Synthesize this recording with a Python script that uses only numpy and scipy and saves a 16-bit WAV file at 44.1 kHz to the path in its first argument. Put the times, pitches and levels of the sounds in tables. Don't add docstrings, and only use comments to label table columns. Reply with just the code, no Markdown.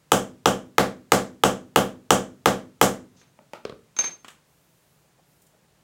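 import sys
import numpy as np
from scipy import signal
from scipy.fft import rfft, irfft, next_fast_len
from scipy.io import wavfile

SR = 44100
rng = np.random.default_rng(int(sys.argv[2]) if len(sys.argv) > 2 else 0)


def digitize_waveform(pressure):
    field = np.atleast_2d(pressure).T
    bounded = np.clip(field, -1, 1)
    quanta = np.round(bounded * 32767).astype(np.int16)
    wavfile.write(sys.argv[1], SR, quanta)


N = 257103
SPAN = 32768
T = np.arange(SPAN) / SR
HZ = np.fft.rfftfreq(SPAN, 1 / SR)

# freq_hz, level_db
ROOM_TONE = [(25, -17.5), (50, -8), (90, -8.5), (150, 2.5), (230, -9.5), (550, -10.5), (1000, -14.5),
             (2100, -19), (5400, -23), (7000, -22), (14400, -30), (16000, -26.5)]
# freq_hz, t60_s
ROOM_DECAY = [(100, 0.83), (300, .42), (550, 0.28), (1000, .31), (3000, 0.27), (7500, .255), (14000, .21)]
# start_s, level_db, slant_db, chink_db, edge_db
BLOWS = [(0.1185, -1.5, -4, 3, 3.5), (0.4574, 0, -5, -0.5, -1.5), (0.782, 0, 2.5, -4.5, -2.5),
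         (1.1195, -0.5, 1.5, 1.5, 2.5), (1.436, 0.5, -4.5, 0.5, -1.5), (1.7597, -0.5, -4, -3, 3.5),
         (2.1057, 0.5, -4, 3, 1), (2.458, 0, -1, -2.5, -1.5), (2.8132, -1, -0.5, 3.5, 7)]
# freq_hz, level_db
KNOCK_SPECTRUM = [(25, 0), (130, 11), (450, 24), (900, 25.5), (1250, 26.5), (1800, 17.5), (2400, 14),
                  (3000, 18), (4400, 8), (7200, 12), (10000, 2), (15000, 2)]
# pitch_hz, level_db, t60_s
BOOM_MODES = [(45.1, -35.5, 0.33), (61.2, -40.0, 0.36), (96.9, -34.0, 0.49), (130.5, -23.0, 0.31),
              (185.7, -21.0, 0.34), (199.9, -20.0, 0.35), (253.7, -24.0, 0.46), (277.2, -25.0, 0.34),
              (356.0, -23.5, 0.31), (370.8, -24.0, 0.28), (440.1, -22.0, 0.2), (459.6, -19.5, 0.24),
              (500.0, -18.5, 0.32), (528.9, -24.0, 0.3), (551.8, -20.0, 0.27), (624.5, -19.0, 0.28),
              (649.4, -22.5, 0.25), (736.8, -18.5, 0.23), (765.1, -25.0, 0.24), (788.0, -19.5, 0.25),
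              (845.0, -25.5, 0.24), (872.0, -22.0, 0.21), (1026.9, -29.0, 0.26), (1066.6, -30.0, 0.25),
              (1139.9, -24.5, 0.26), (1163.5, -25.0, 0.25), (1255.7, -26.0, 0.22), (1291.3, -30.0, 0.24),
              (1319.6, -24.5, 0.19), (1416.5, -24.5, 0.19)]
# freq_hz, level_db
WASH_SPECTRUM = [(25, -17), (100, 13), (300, 25), (650, 25.5), (900, 19), (1100, 18), (1500, 20),
                 (1850, 16), (2100, 14.5), (2500, 11), (3200, 13.5), (4400, 7.5), (6000, 10.5), (7400, 12),
                 (10000, 3), (15000, -2.5)]
# freq_hz, slant_share
SLANT_SHARES = [(1500, 0), (2050, 1), (3100, -.8), (4100, .9), (6000, 0)]
# freq_hz, level_db
SCRAPE_SPECTRUM = [(200, -20), (2500, -6), (4000, 0), (5200, -1), (6400, 6), (8000, -12), (11000, -24),
                   (16000, -32.5)]
# start_s, clack_db, ring_db
PUNCH_DROPS = [(3.2135, -25.5, -48), (3.965, -13, -21), (3.9881, 2, 0), (4.041, -2.5, -45.5),
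               (4.076, -13.5, -50)]
# freq_hz, level_db
CLACK_SPECTRUM = [(30, -30.5), (200, 3), (500, 5.5), (1000, 2), (1400, 4.5), (1750, 2), (2380, 5.5),
                  (2900, -2.5), (3850, 2.5), (4500, -2), (5150, -2), (8300, -11), (11000, -17.5),
                  (15000, -28)]
# pitch_hz, level_db, t60_s
PUNCH_MODES = [(6341, -13, .4), (2363, -35, .24), (3833, -40, .25), (5152, -43, .25)]
# start_s, level_db, tilt_db_per_octave
HEAD_TAPS = [(3.389, -21.5, -5.5), (3.5335, -1.5, -1.5)]
# freq_hz, level_db
HEAD_SPECTRUM = [(30, -37), (200, -0.5), (450, 0), (610, 11.5), (730, -1), (870, 9), (1080, -2), (1340, 8),
                 (1650, -7.5), (2300, -0.5), (4000, -9), (8000, -17), (15000, -25.5)]
# start_s, level_db, tilt_db_per_octave
HANDLE_TAPS = [(3.651, 3, -2.5), (3.6955, -3, -3.5), (3.7225, -12, -7)]
# freq_hz, level_db
HANDLE_SPECTRUM = [(30, -15.5), (200, -2.5), (330, -1.5), (430, 10.5), (560, 6), (850, -11), (1160, 2.5),
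                   (1900, -8.5), (2400, -6), (3100, -6.5), (4200, -5), (8000, -20.5), (15000, -31.5)]
# start_s, level_db, tilt_db_per_octave
ANVIL_CLICKS = [(4.2452, 6, -4.5), (4.281, 7, -2.5), (4.303, -12, 2), (5.419, -37.5, 10),
                (5.4665, -28.5, 6.5), (5.545, -20, -9)]
# freq_hz, level_db
CLICK_SPECTRUM = [(30, -53), (200, -25.5), (800, -21), (1300, -12.5), (2000, -16.5), (3000, -11.5),
                  (4800, -22.5), (7500, -15), (11000, -26), (15000, -29)]
# start_s, length_s, level_db
CLOTH_SLIDES = [(4.42, 0.58, -70.5), (5.22, 0.22, -69.5)]
# freq_hz, level_db
RUSTLE_SPECTRUM = [(290, -40.5), (500, -16), (868, -8), (1030, -23), (1320, -13), (12900, 3), (16000, -0.5)]
# start_s, level_db
CLOTH_FLAPS = [(5.035, -70), (5.175, -62.5), (5.53, -65.5), (5.77, -73)]
# freq_hz, level_db
FLAP_SPECTRUM = [(100, -10.5), (350, -5), (600, 5), (1500, -15), (3000, -26), (16000, -37)]


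def amp(db):
    return 10 ** (np.asarray(db) / 20)


def along(points, hz):
    freqs, values = np.transpose(points)
    return np.interp(np.log(hz + 1), np.log(freqs + 1), values)


def add(track, start_s, sound):
    part = track[round(start_s * SR):][:len(sound)]
    part += sound[:len(part)]


def causal(db):
    cepstrum = irfft(db * np.log(10) / 20)
    cepstrum[1:SPAN // 2] *= 2
    cepstrum[SPAN // 2 + 1:] = 0
    return np.exp(rfft(cepstrum))


def waveform(response):
    return irfft(response) * np.clip(8 - 10 * T / T[-1], 0, 1)


def noise(spectrum):
    gain = amp(along(spectrum, np.fft.rfftfreq(N, 1 / SR)))
    coloured = irfft(rfft(rng.standard_normal(N)) * gain, N)
    return coloured / np.std(coloured)


def room_tone():
    return amp(-63) * noise(ROOM_TONE)


def bending(lag_s):
    return np.exp(-4j * np.pi * lag_s * np.sqrt(HZ * 1000))


def rattle(t60_s, from_hz):
    burst = rng.standard_normal(SPAN) * amp(-60 * T / t60_s)
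    blend = np.arctan((HZ / from_hz) ** 2)
    return np.cos(blend) + np.sin(blend) * rfft(burst / np.linalg.norm(burst))


def ring(modes, attack_s):
    sines = [(-1) ** k * amp(db - 60 * T / t60_s) * np.sin(2 * np.pi * hz * T)
             for k, (hz, db, t60_s) in enumerate(modes)]
    return sum(sines) * (1 - np.exp(-T / attack_s))


def room(build_s=.007, gap_s=.0026):
    hz, t, bands = signal.stft(rng.standard_normal(SPAN), SR, nperseg=256)
    swell = 1 - np.exp(-np.maximum(t - gap_s, 0) / build_s)
    fade = swell * amp(-60 * t / along(ROOM_DECAY, hz)[:, None])
    fade /= np.sqrt(np.mean(fade ** 2, axis=1, keepdims=True) * SPAN)
    tail = signal.istft(bands * fade, SR, nperseg=256)[1][:SPAN]
    return rfft(tail * (T > gap_s))


def mallet_blows(rim_delay_s=.0024, rim_cutoff_hz=3600, renew_hz=4000):
    rim_echo = .9 * np.exp(-2j * np.pi * HZ * rim_delay_s) / (1 + (HZ / rim_cutoff_hz) ** 2)
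    knock = causal(along(KNOCK_SPECTRUM, HZ)) * bending(lag_s=.0013) * (1 + rim_echo)
    boom = rfft(ring(BOOM_MODES, attack_s=.017))
    wash, walls = causal(along(WASH_SPECTRUM, HZ)), room()
    renewal = np.arctan(HZ / renew_hz)
    chink_band = along([(4500, 0), (6500, .99), (8500, 1), (10500, 0)], HZ)
    edge_band = along([(8500, .3), (10500, 1)], HZ)
    out = np.zeros(N)
    for start_s, db, slant_db, chink_db, edge_db in BLOWS:
        steel_db = slant_db * along(SLANT_SHARES, HZ) + chink_db * chink_band + edge_db * edge_band
        direct = knock * rattle(t60_s=.012, from_hz=3500)
        reflections = wash * (np.cos(renewal) * walls + np.sin(renewal) * room())
        add(out, start_s, waveform(causal(db + steel_db) * (direct + boom + reflections)))
    return out


def strokes(rows, attack_s, t60_s):
    t = np.arange(N) / SR
    envelope = np.zeros(N)
    for start_s, length_s, db in rows:
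        swell = np.clip((t - start_s) / attack_s, 0, 1)
        envelope += swell * amp(db - 60 * np.maximum(t - start_s - length_s, 0) / t60_s)
    return envelope


def punch_scrape(start_s=3.162, length_s=.048, level_db=-61):
    return strokes([(start_s, length_s, level_db)], attack_s=.009, t60_s=.12) * noise(SCRAPE_SPECTRUM)


def contacts(rows, spectrum, t60_s, room_db):
    out = np.zeros(N)
    octaves = np.log2(np.maximum(HZ, 200) / 1500)
    for start_s, db, tilt in rows:
        colour = causal(along(spectrum, HZ) + db + tilt * octaves)
        direct = bending(lag_s=.0012) * rattle(t60_s, from_hz=460)
        add(out, start_s, waveform(colour * (direct + amp(room_db) * room())))
    return out


def punch_drops(split_hz=6.8, settle_s=.11, damping_db_per_s=110):
    clacks = [(start_s, db, 0) for start_s, db, _ in PUNCH_DROPS]
    out = contacts(clacks, CLACK_SPECTRUM, t60_s=.032, room_db=-1.5)
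    note = ring(PUNCH_MODES, attack_s=.00029)
    note *= np.cos(2 * np.pi * split_hz * (T - .0045))
    note *= amp(-damping_db_per_s * np.maximum(T - settle_s, 0))
    for start_s, _, ring_db in PUNCH_DROPS:
        add(out, start_s, amp(ring_db) * note)
    return out


def mallet_laid_down():
    head = contacts(HEAD_TAPS, HEAD_SPECTRUM, t60_s=.013, room_db=-4.5)
    handle = contacts(HANDLE_TAPS, HANDLE_SPECTRUM, t60_s=.0164, room_db=-8)
    return head + handle


def anvil_clicks():
    return contacts(ANVIL_CLICKS, CLICK_SPECTRUM, t60_s=.042, room_db=-4)


def cloth_lifted(flap_length_s=.0207):
    slides = strokes(CLOTH_SLIDES, attack_s=.091, t60_s=.6)
    flap_rows = [(start_s, flap_length_s, db) for start_s, db in CLOTH_FLAPS]
    flaps = strokes(flap_rows, attack_s=.013, t60_s=.12)
    return slides * noise(RUSTLE_SPECTRUM) + flaps * noise(FLAP_SPECTRUM)


def scene():
    tools = mallet_laid_down() + anvil_clicks() + mallet_blows() + punch_drops() + punch_scrape()
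    return (tools + cloth_lifted() + room_tone())[None]


def record(dry, low_cut_hz=37, ceiling=.92, top_hz=16100):
    trimmed = signal.sosfilt(signal.butter(4, low_cut_hz, "highpass", fs=SR, output="sos"), dry)
    rounded = trimmed / (1 + np.abs(trimmed / ceiling) ** 6) ** (1 / 6)
    size = next_fast_len(N + SPAN)
    passband = 1 / (1 + (np.fft.rfftfreq(size, 1 / SR) / top_hz) ** 120)
    return irfft(rfft(rounded, size) * passband, size)[:, :N]


dry = scene()
out = record(dry)
digitize_waveform(out)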